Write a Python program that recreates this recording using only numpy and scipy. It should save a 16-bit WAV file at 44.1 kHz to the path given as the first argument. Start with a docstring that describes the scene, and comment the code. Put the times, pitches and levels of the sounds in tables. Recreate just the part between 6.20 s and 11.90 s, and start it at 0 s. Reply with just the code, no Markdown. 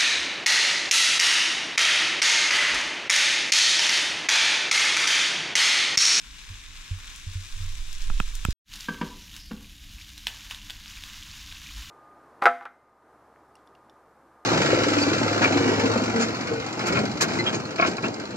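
"""A close, bright sizzle: steam bubbles burst under slices of meat in a pan on a glass hob.
The camera's stereo microphone is hand-held just over the pan, in a small kitchen with a low drone;
fat spits, and the camera body thumps, sways and clicks under the fingers.
After a short silence the microphone stands across the hob: a wooden spatula turns the meat,
the frying flares, the pan knocks on the glass and steam hisses from under the pressed slices."""
import sys
import numpy as np
from scipy import signal
from scipy.fft import rfft, irfft, next_fast_len
from scipy.io import wavfile
from scipy.ndimage import map_coordinates

SR = 44100
rng = np.random.default_rng(int(sys.argv[2]) if len(sys.argv) > 2 else 0)


def bounce(signal):
    """Save signal as a 16-bit WAV file at the path given by the first command-line argument."""
    frames = np.transpose(np.atleast_2d(signal))
    limited = np.clip(frames, -1, 1)
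    pcm = np.round(limited * 32767).astype(np.int16)
    wavfile.write(sys.argv[1], SR, pcm)


N = 251370


def amp(db):
    """Decibels to gain."""
    return 10 ** (np.asarray(db) / 20)


def unit(x):
    """Scale to rms 1."""
    return x / np.sqrt(np.mean(x ** 2) + 1e-20)


def along(points, hz):
    """Interpolate (f/Hz, value) points on a log-frequency axis."""
    freqs, values = np.transpose(points)
    return np.interp(np.log(hz + 1), np.log(freqs + 1), values)


def clock():
    """The time of every sample."""
    return np.arange(N) / SR


def curve(points):
    """Interpolate (t/s, value) points at every sample."""
    return np.interp(clock(), *np.transpose(points))


def hump(s, length):
    """A smooth swell of height 1 centred on time s."""
    return np.exp(-((clock() - s) / length) ** 2)


def wobble(rate):
    """A smooth random curve, rate knots a second."""
    return map_coordinates(rng.standard_normal(int(N * rate / SR) + 4), [clock() * rate])


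def filtered(x, response):
    """Shape x by a response, a function of frequency."""
    n = x.shape[-1]
    padded = next_fast_len(n + 8192)
    return irfft(rfft(x, padded) * response(np.fft.rfftfreq(padded, 1 / SR)), padded)[..., :n]


def bell(hz, centre_hz, octaves):
    """A hump of height 1 on a log-frequency axis."""
    return np.exp(-.5 * (np.log2((hz + 1) / centre_hz) / octaves) ** 2)


def add(track, s, sound):
    """Mix a sound into a track at time s."""
    part = track[..., round(s * SR):][..., :sound.shape[-1]]
    part += sound[..., :part.shape[-1]]


def stereo(pair, colour, width):
    """Colour two unrelated signals as mid (rms 1) and side; width lists f/Hz, side minus mid/dB."""
    mid, side = filtered(pair, lambda hz: colour(hz) * amp([np.zeros_like(hz), along(width, hz)]))
    return np.array([mid + side, mid - side]) / np.std(mid)


def leaning(x, balance):
    """Tilt a sound to one side; balance lists f/Hz, left minus right/dB."""
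    return filtered(x, lambda hz: amp(along(balance, hz) * np.array([[.5], [-.5]])))


def bursts(rate, spread_db, life_s, hiss_db, biggest=3.1):
    """Tiny steam bubbles burst at random, each a short puff; the countless smallest merge into hiss."""
    sizes = amp(spread_db * np.minimum(rng.standard_exponential(N), biggest))
    onsets = (rng.random(N) < rate / SR) * sizes ** 2
    power = signal.lfilter([1], [1, -np.exp(-2 / (life_s * SR))], onsets)
    return unit(np.sqrt(power / power.mean() + amp(hiss_db) ** 2) * rng.standard_normal((2, N)))


# Broad resonances of the open pan: f/Hz, width/octaves, gain/dB
PAN_RESONANCES = [(687, 0.27, -2), (1100, 0.13, 1), (1343, 0.11, 2), (1612, 0.13, 7.5), (1970, 0.1, 1),
                  (2930, .08, 2.5), (3680, 0.11, 3)]

def bowl(hz):
    """The open pan colours all that pops inside it."""
    return amp(sum(db * bell(hz, centre_hz, octaves) for centre_hz, octaves, db in PAN_RESONANCES))


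# Juice boiling under the meat: f/Hz, relative level/dB
JUICE_SPECTRUM = [(250, -33), (500, -16), (760, -7), (1050, 3.5), (1600, -4), (2100, -0.5), (3000, -14)]

def frying(levels, spectrum, width, pops, spray_trim_db, usual_db=-48, split_hz=8300, flutter_db=0.88):
    """Bubbles burst as sizzle and fine spray, juice boils lower down; one strength drives all three."""
    strength_db, flare_db = curve(levels) - usual_db, flares()
    sizzle_db = usual_db + strength_db + flare_db
    spray_db = -60 + spray_trim_db + 0.37 * strength_db + 0.88 * flare_db
    juice_db = -59 + 1.63 * strength_db + 1.8 * flare_db + 1.2 * wobble(8)
    low_share = lambda hz: 1 / (1 + (hz / split_hz) ** 20)
    colour = lambda hz: bowl(hz) * amp(along(spectrum, hz)) * hz ** 3 / (hz ** 3 + 1100 ** 3)
    sizzle = stereo(pops, lambda hz: colour(hz) * low_share(hz), width)
    spray = stereo(pops, lambda hz: colour(hz) * (1 - low_share(hz)), width)
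    boiling = bursts(rate=380, spread_db=2.0, life_s=.0012, hiss_db=-1)
    juice = stereo(boiling, lambda hz: bowl(hz) * amp(along(JUICE_SPECTRUM, hz)), width)
    fry = amp(sizzle_db) * sizzle + amp(spray_db) * spray + amp(juice_db) * juice
    return fry * amp(flutter_db * wobble(35))


def small_bubble(hz, low_hz, high_hz):
    """Small bubbles radiate no bass, and the fat damps their highest treble."""
    return hz ** 3 / (hz ** 3 + low_hz ** 3) / np.sqrt(1 + (hz / high_hz) ** 6)


def crackles(levels, rate, pitch_hz, db, spread_db=5.5, cycles=3.0):
    """Larger bubbles snap one by one, each at its own pitch, louder when the sizzle is strong."""
    when, pitch_draw, size_draw = rng.random((round(rate * N / SR), 3)).T
    starts = (when * (N - 1)).astype(int)
    snap_hz = pitch_hz * 2 ** (1.3 * pitch_draw[:, None] ** 1.5 - .4)
    size = amp(curve(levels)[starts] + db - spread_db * np.log(1 - .93 * size_draw))
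    step = np.arange(SR // 200)
    turns = snap_hz * step / SR
    snaps = size[:, None] * np.sin(2 * np.pi * turns) * np.exp(-turns / cycles)
    track = np.bincount((starts[:, None] + step).ravel(), snaps.ravel(), N)[:N]
    return filtered(track, lambda hz: small_bubble(hz, 1500, 8000))


def drone(spectrum, width):
    """Room tone: the steady low noise of the kitchen."""
    return stereo(rng.standard_normal((2, N)), lambda hz: amp(along(spectrum, hz)), width)


# Soft bumps on the camera body, right at the microphone: t/s, level/dB, t60/s
BODY_BUMPS = [(0.295, -29.5, 0.21), (0.706, -19, 0.21), (1.064, -23.5, 0.2), (1.15, -21, 0.24),
              (1.356, -36, 0.47), (1.398, -27.5, 0.44)]

def bumps(ring_hz=92, push_hz=42, push_db=-3, push_t60=0.11, attack_s=0.0091):
    """A soft bump shoves the camera, which shudders on its mount."""
    track, t = np.zeros(N), np.arange(SR // 2) / SR
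    for s, db, t60 in BODY_BUMPS:
        shudder = -np.sin(2 * np.pi * ring_hz * t) * amp(-60 * t / t60)
        shove = np.sin(2 * np.pi * push_hz * t) * amp(push_db - 60 * t / push_t60)
        add(track, s, amp(db) * (shudder + shove) * (1 - np.exp(-(t / attack_s) ** 2)))
    return track


# The loudest spits of fat, at both microphone positions: t/s, relative level/dB, f/Hz
FAT_SPITS = [(0.9608, -29, 7000), (1.7290, -26, 5340), (2.1531, -22.5, 7000), (2.307, -24.5, 5400),
             (2.5378, -27, 4300), (2.5576, -26, 5350), (2.6073, -23.5, 5040), (2.7447, -31, 2970),
             (3.1416, -32, 3680), (3.1649, -23.5, 4780), (3.8915, -32, 4630), (3.979, -27, 3970),
             (4.0697, -11, 3210), (4.0802, -23.5, 3600), (4.3103, -20.5, 2640), (4.347, -27.5, 3620),
             (4.4988, -22, 3430), (4.505, -21.5, 3400), (4.6595, -29, 3300), (4.8373, -24, 3380),
             (5.325, -27, 3330)]

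def spits(ring_cycles=1.58, crack_s=0.0021, splash_s=0.011, tick_hz=950, tick_s=0.0014, room_db=-7):
    """A drop of water explodes in the fat: a crack, a short ring and a dull tick of the pan."""
    track, t = np.zeros(N), np.arange(SR // 16) / SR
    loudest_db = max(db for _, db, _ in FAT_SPITS)
    puff_decay = amp(-11) * np.exp(-t / crack_s) + amp(-23) * np.exp(-t / splash_s)
    tick = np.sin(2 * np.pi * tick_hz * t) * np.exp(-t / tick_s)
    for s, db, pitch_hz in FAT_SPITS:
        ring = np.sin(2 * np.pi * pitch_hz * t) * np.exp(-pitch_hz * t / ring_cycles)
        puff = rng.standard_normal(len(t)) * puff_decay
        band = lambda hz: 1 / np.sqrt(1 + (hz / pitch_hz - pitch_hz / (hz + 1)) ** 2)
        # small, high spits barely move the pan
        tick_gain = amp(-11 + .35 * (db - loudest_db)) * min(3000 / pitch_hz, 1) ** 3
        add(track, s, amp(db) * (filtered(1.21 * ring + 1.26 * puff, band) + tick_gain * tick))
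    track = filtered(track, lambda hz: bowl(hz) * small_bubble(hz, 560, 14000))
    return track + amp(room_db) * kitchen(track)


# Reverberation of the small kitchen around the hob: f/Hz, t60/s
KITCHEN_DECAY = [(150, 0.51), (1000, 0.48), (4000, 0.12), (12000, 0.22)]

def kitchen(x):
    """Diffuse answer of the room: each frequency dies at its own speed."""
    hz, t, noise = signal.stft(rng.standard_normal(SR // 2), SR, nperseg=256)
    decay = amp(-60 * t / along(KITCHEN_DECAY, hz)[:, None])
    _, tail = signal.istft(noise * decay, SR, nperseg=256)
    tail = np.pad(tail, (SR // 300, 0))
    return signal.fftconvolve(x, tail / np.linalg.norm(tail))[:N]


# Fingers on the case: t/s, relative click level/dB, relative thud level/dB, thud f/Hz, click cutoff/Hz
FINGER_TAPS = [(1.9003, -21.5, -31.5, 90, 2060), (2.0008, -12, -27.5, 70, 4360),
               (2.2506, -13.5, -23, 75, 11100), (2.2861, -51, -14.5, 50, 1025)]
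# Modes of the plastic case around the microphone: f/Hz, level/dB, t60/s
CASE_MODES = [(189, -1, 0.026), (498, -9, 0.01), (950, 0, 0.0059), (1340, -1.5, 0.017), (1700, -4, 0.0093),
              (2580, -0.5, .014), (3210, -3, 0.011), (5400, -20.5, .008), (7780, -10, 0.013),
              (12000, -6.5, 0.0071)]

def fingers(thud_t60=0.064, thud_attack_s=0.0012, click_attack_s=0.00025):
    """Fingers click and thud on the plastic case; the two ports hear each mode at different phases."""
    track, t = np.zeros((2, N)), np.arange(SR // 5) / SR
    port_phase = lambda hz: 0.48 * min(hz / 2000, 1) * np.array([[1], [-1]])
    ring = sum((-1) ** k * amp(level - 60 * t / t60) * np.sin(2 * np.pi * hz * t + port_phase(hz))
               for k, (hz, level, t60) in enumerate(CASE_MODES))
    for s, click_db, thud_db, thud_hz, dull_hz in FINGER_TAPS:
        grit = amp(-5 - 60 * t / .009) * rng.standard_normal((2, len(t)))
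        click = (ring + grit) * (1 - np.exp(-t / click_attack_s))
        click = filtered(click, lambda hz: 1 / np.sqrt(1 + (hz / dull_hz) ** 4))
        thud = -np.sin(2 * np.pi * thud_hz * t + 1) * amp(-60 * t / thud_t60)
        thud *= 1 - np.exp(-(t / thud_attack_s) ** 2)
        add(track, s, amp(click_db - 5.0) * click + amp(thud_db + 3.5) * thud)
    return track


def handling(sway_start_s=1.3, onset_s=0.031, sway_db=-32, lurch_s=1.933, lurch_db=9):
    """The hand sways the camera, most as the grip changes; fingers tap beside the right port."""
    taps = fingers()
    spectrum = [(5, -7), (13, 5.5), (32, -1), (50, -11.5), (90, -28), (300, -58), (900, -100)]
    sway = unit(filtered(rng.standard_normal(N), lambda hz: amp(along(spectrum, hz))))
    sway *= amp(sway_db + lurch_db * hump(lurch_s, 0.15))
    sway *= np.clip((clock() - sway_start_s) / onset_s, 0, 1)
    return leaning(taps + sway, [(60, -4.5), (1300, -15), (2600, -4), (6000, 14.5)])


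# Untouched meat, microphone just over the pan: t/s, level/dB
CLOSE_FRY_LEVELS = [(0, -48), (1.2, -47.5), (2.33, -46)]
# Sizzle and room tone at this spot: f/Hz, relative level/dB
CLOSE_SIZZLE = [(1500, -11.5), (1900, -7), (2400, 1.5), (3000, -3), (3550, -0.5), (4500, -5), (5500, -3),
                (7000, -5.5), (8400, -9.5), (10000, -12.5), (12000, -15.5), (13500, -31.5), (15500, -40)]
CLOSE_DRONE = [(12, -51), (20, 4), (56, -7.5), (71, -12.5), (125, -24.5), (189, -24.5), (223, -29),
               (295, -26.5), (318, -34), (435, -37), (700, -48.5), (910, -94.5), (1540, -120)]
# Stereo width of the frying: f/Hz, side minus mid/dB
CLOSE_WIDTH = [(300, -1), (1400, -3.5), (2400, -6), (4400, -4.5), (8000, -1), (14000, -50)]
# Balance at the microphone: f/Hz, left minus right/dB
CLOSE_BALANCE = [(300, -2), (1300, .5), (2400, 2.5), (4400, 4), (8100, 6), (15000, 2.5)]
# The bubbles get finer as the pan heats up: t/s, treble tilt/dB
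HEAT_TILT = [(0, -4), (.8, -3.5), (1.3, 0), (2.3, 0.5)]

def over_the_pan(events):
    """Close and hand-held: the fat lies to the left and reaches the two ports a moment apart."""
    heat_db = curve(HEAT_TILT)
    pops = bursts(rate=930, spread_db=8.0, life_s=0.00043, hiss_db=5)
    fry = frying(CLOSE_FRY_LEVELS, CLOSE_SIZZLE, CLOSE_WIDTH, pops, spray_trim_db=0.39 * heat_db - 1.5)
    fry += crackles(CLOSE_FRY_LEVELS, rate=72, pitch_hz=3360, db=-3)
    treble = filtered(fry, lambda hz: hz ** 4 / (hz ** 4 + 3000 ** 4))
    tilt = amp(heat_db / 2)
    room_tone = amp(-46) * drone(CLOSE_DRONE, width=[(100, -10), (300, -3.5)])
    sound = treble * tilt + (fry - treble) / tilt + events + room_tone
    port_shift = lambda hz: np.exp(.5j * np.tanh(hz / 2500) * np.array([[-1], [1]]))
    return leaning(filtered(sound, port_shift), CLOSE_BALANCE) + handling()


# Pushes of the spatula, heard across the hob: t/s, length/s, rise/dB
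SPATULA_PUSHES = [(2.516, 0.14, 4.5), (3.122, 0.058, 4), (4.06, 0.044, 2.5), (4.295, 0.02, 6),
                  (5.556, 0.064, 2)]

def flares(attack_s=.02, release_s=0.019):
    """Extra frying in dB: it rises as wet meat meets hot metal, holds while it slides and dies away."""
    t = clock()
    return sum(db * np.clip((t - s) / attack_s, 0, 1) * np.exp(-np.maximum(t - s - length, 0) / release_s)
               for s, length, db in SPATULA_PUSHES)


# Knocks on the hob: t/s, level/dB, favoured f/Hz, boost there/dB, treble slope/(dB per octave)
PAN_KNOCKS = [(2.6844, -32.5, 1386, 19, 1), (2.8124, -29, 866, 12.5, 0.6), (3.310, -38, 229, 9.5, -0.5)]
# Modes of the pan on the glass: f/Hz, level/dB, t60/s
PAN_MODES = [(168.3, -2, 0.2), (214.6, 2, 0.13), (282.5, 6, 0.072), (386.4, -13, 0.28), (477, -1.5, 0.069),
             (508, -9, 0.14), (604, -12, .07), (827, -24, 0.045), (972, -2, 0.057), (1157, -6, 0.066),
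             (1562, -9.5, 0.084), (1629, -4.5, 0.051), (2220, -20, 0.063), (2790, -10, 0.075),
             (3130, -9.5, 0.063), (4988, -17, .04)]

def knocks(attack_s=0.0018, scuff_db=0.5, scuff_t60=0.063, scuff_hz=1000, room_db=-7):
    """The spatula tips the pan on to the glass; the place of contact picks the modes that ring most."""
    track, t = np.zeros(N), np.arange(SR // 2) / SR
    for s, db, strong_hz, boost_db, slope_db in PAN_KNOCKS:
        tilt = lambda hz: amp(slope_db * np.log2(np.maximum(hz / 220, 1)))
        contact = lambda hz: tilt(hz) * amp(boost_db * bell(hz, strong_hz, 1 / 5))
        ring = sum(contact(hz) * amp(level - 60 * t / t60) * np.sin(2 * np.pi * (hz * t + rng.random()))
                   for hz, level, t60 in PAN_MODES)
        scuff = unit(filtered(rng.standard_normal(len(t)), lambda hz: tilt(hz) * bell(hz, scuff_hz, 1.12)))
        scuff *= amp(scuff_db - 60 * t / scuff_t60)
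        add(track, s, amp(db) * (1 - np.exp(-t / attack_s)) * (ring + scuff))
    return track + amp(room_db) * kitchen(track)


# Wet meat pressed on hot metal, heard across the hob: t/s, half-length/s, level/dB, f/Hz
STEAM_JETS = [(3.036, 0.042, -55, 5760), (3.212, 0.036, -51, 5100), (3.27, 0.036, -54, 4800),
              (4.706, 0.026, -55, 6000)]

def squeezes(octaves=0.14):
    """Steam escapes from under a pressed slice with a narrow hiss."""
    return sum(noise_swell(*jet, octaves) for jet in STEAM_JETS)


def noise_swell(s, length, db, centre_hz, octaves):
    """A band of noise swells and fades around time s."""
    band = unit(filtered(rng.standard_normal(N), lambda hz: bell(hz, centre_hz, octaves)))
    return amp(db) * band * hump(s, length)


# A faint low rumble at the standing microphone: t/s, half-length/s, level/dB, f/Hz
LOW_RUMBLE = (5.59, .05, -36, 48)

def rumble():
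    """A brief deep swell under the stirring."""
    return noise_swell(*LOW_RUMBLE, octaves=0.34)


# From across the hob, the frying sinks as the meat is lifted and jumps as it drops back: t/s, level/dB
FAR_FRY_LEVELS = [(2.5, -50.3), (2.9, -50), (3.4, -54.5), (3.72, -51), (4.03, -50), (4.12, -47),
                  (4.57, -48.5), (4.88, -45.5), (5.7, -47)]
# Sizzle and room tone at this spot: f/Hz, relative level/dB
FAR_SIZZLE = [(600, -28), (1500, -12), (2000, -3), (2850, 1.5), (3800, 0), (4500, -1.5), (7000, -3),
              (8000, -12), (10500, -11.5), (13000, -11), (15500, -20)]
FAR_DRONE = [(12, -29), (20, 1.5), (51, 2), (62, -1), (75, -4.5), (119, -11), (173, -17.5), (204, -9.5),
             (258, -28), (291, -11.5), (323, -28.5), (468, -43.5), (750, -35), (910, -44), (1540, -120)]
# Stereo width of the frying: f/Hz, side minus mid/dB
FAR_WIDTH = [(600, -8), (1300, -32.5), (2400, -53), (4400, -57), (7000, -44), (8500, -51), (12500, 1.5)]
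# Slow swell of the room tone: t/s, level/dB
FAR_DRONE_LEVELS = [(2.5, -50), (3.3, -47), (4.2, -49.5), (5.7, -48)]

def across_the_hob(events):
    """The frying is heard dead ahead, nearly mono; above about 12 kHz the sound spreads wide."""
    pops = bursts(rate=1400, spread_db=8.5, life_s=0.0011, hiss_db=4)
    fry = frying(FAR_FRY_LEVELS, FAR_SIZZLE, FAR_WIDTH, pops, spray_trim_db=-0.5)
    fry = leaning(fry, [(8000, 0), (14000, 2.5)])
    fry += crackles(FAR_FRY_LEVELS, rate=86, pitch_hz=3030, db=4.0)
    sound = fry + events + rumble()
    return sound + amp(curve(FAR_DRONE_LEVELS)) * drone(FAR_DRONE, width=[(100, -37.5), (400, -23)])


def scene(cut_s=2.33, resume_s=2.443, fade_in_s=0.074):
    """One pan from two microphone positions, with a silence between."""
    events = spits() + squeezes() + knocks() + bumps()
    close_gain = np.clip((cut_s - clock()) / 0.0015, 0, 1)
    far_gain = np.clip((clock() - resume_s) / fade_in_s, 0, 1) ** 2
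    return close_gain * over_the_pan(events) + far_gain * across_the_hob(events)


def record(dry):
    """The camera keeps nothing above 15.8 kHz."""
    return filtered(dry, lambda hz: hz < 15800)


dry = scene()
out = record(dry)
bounce(out)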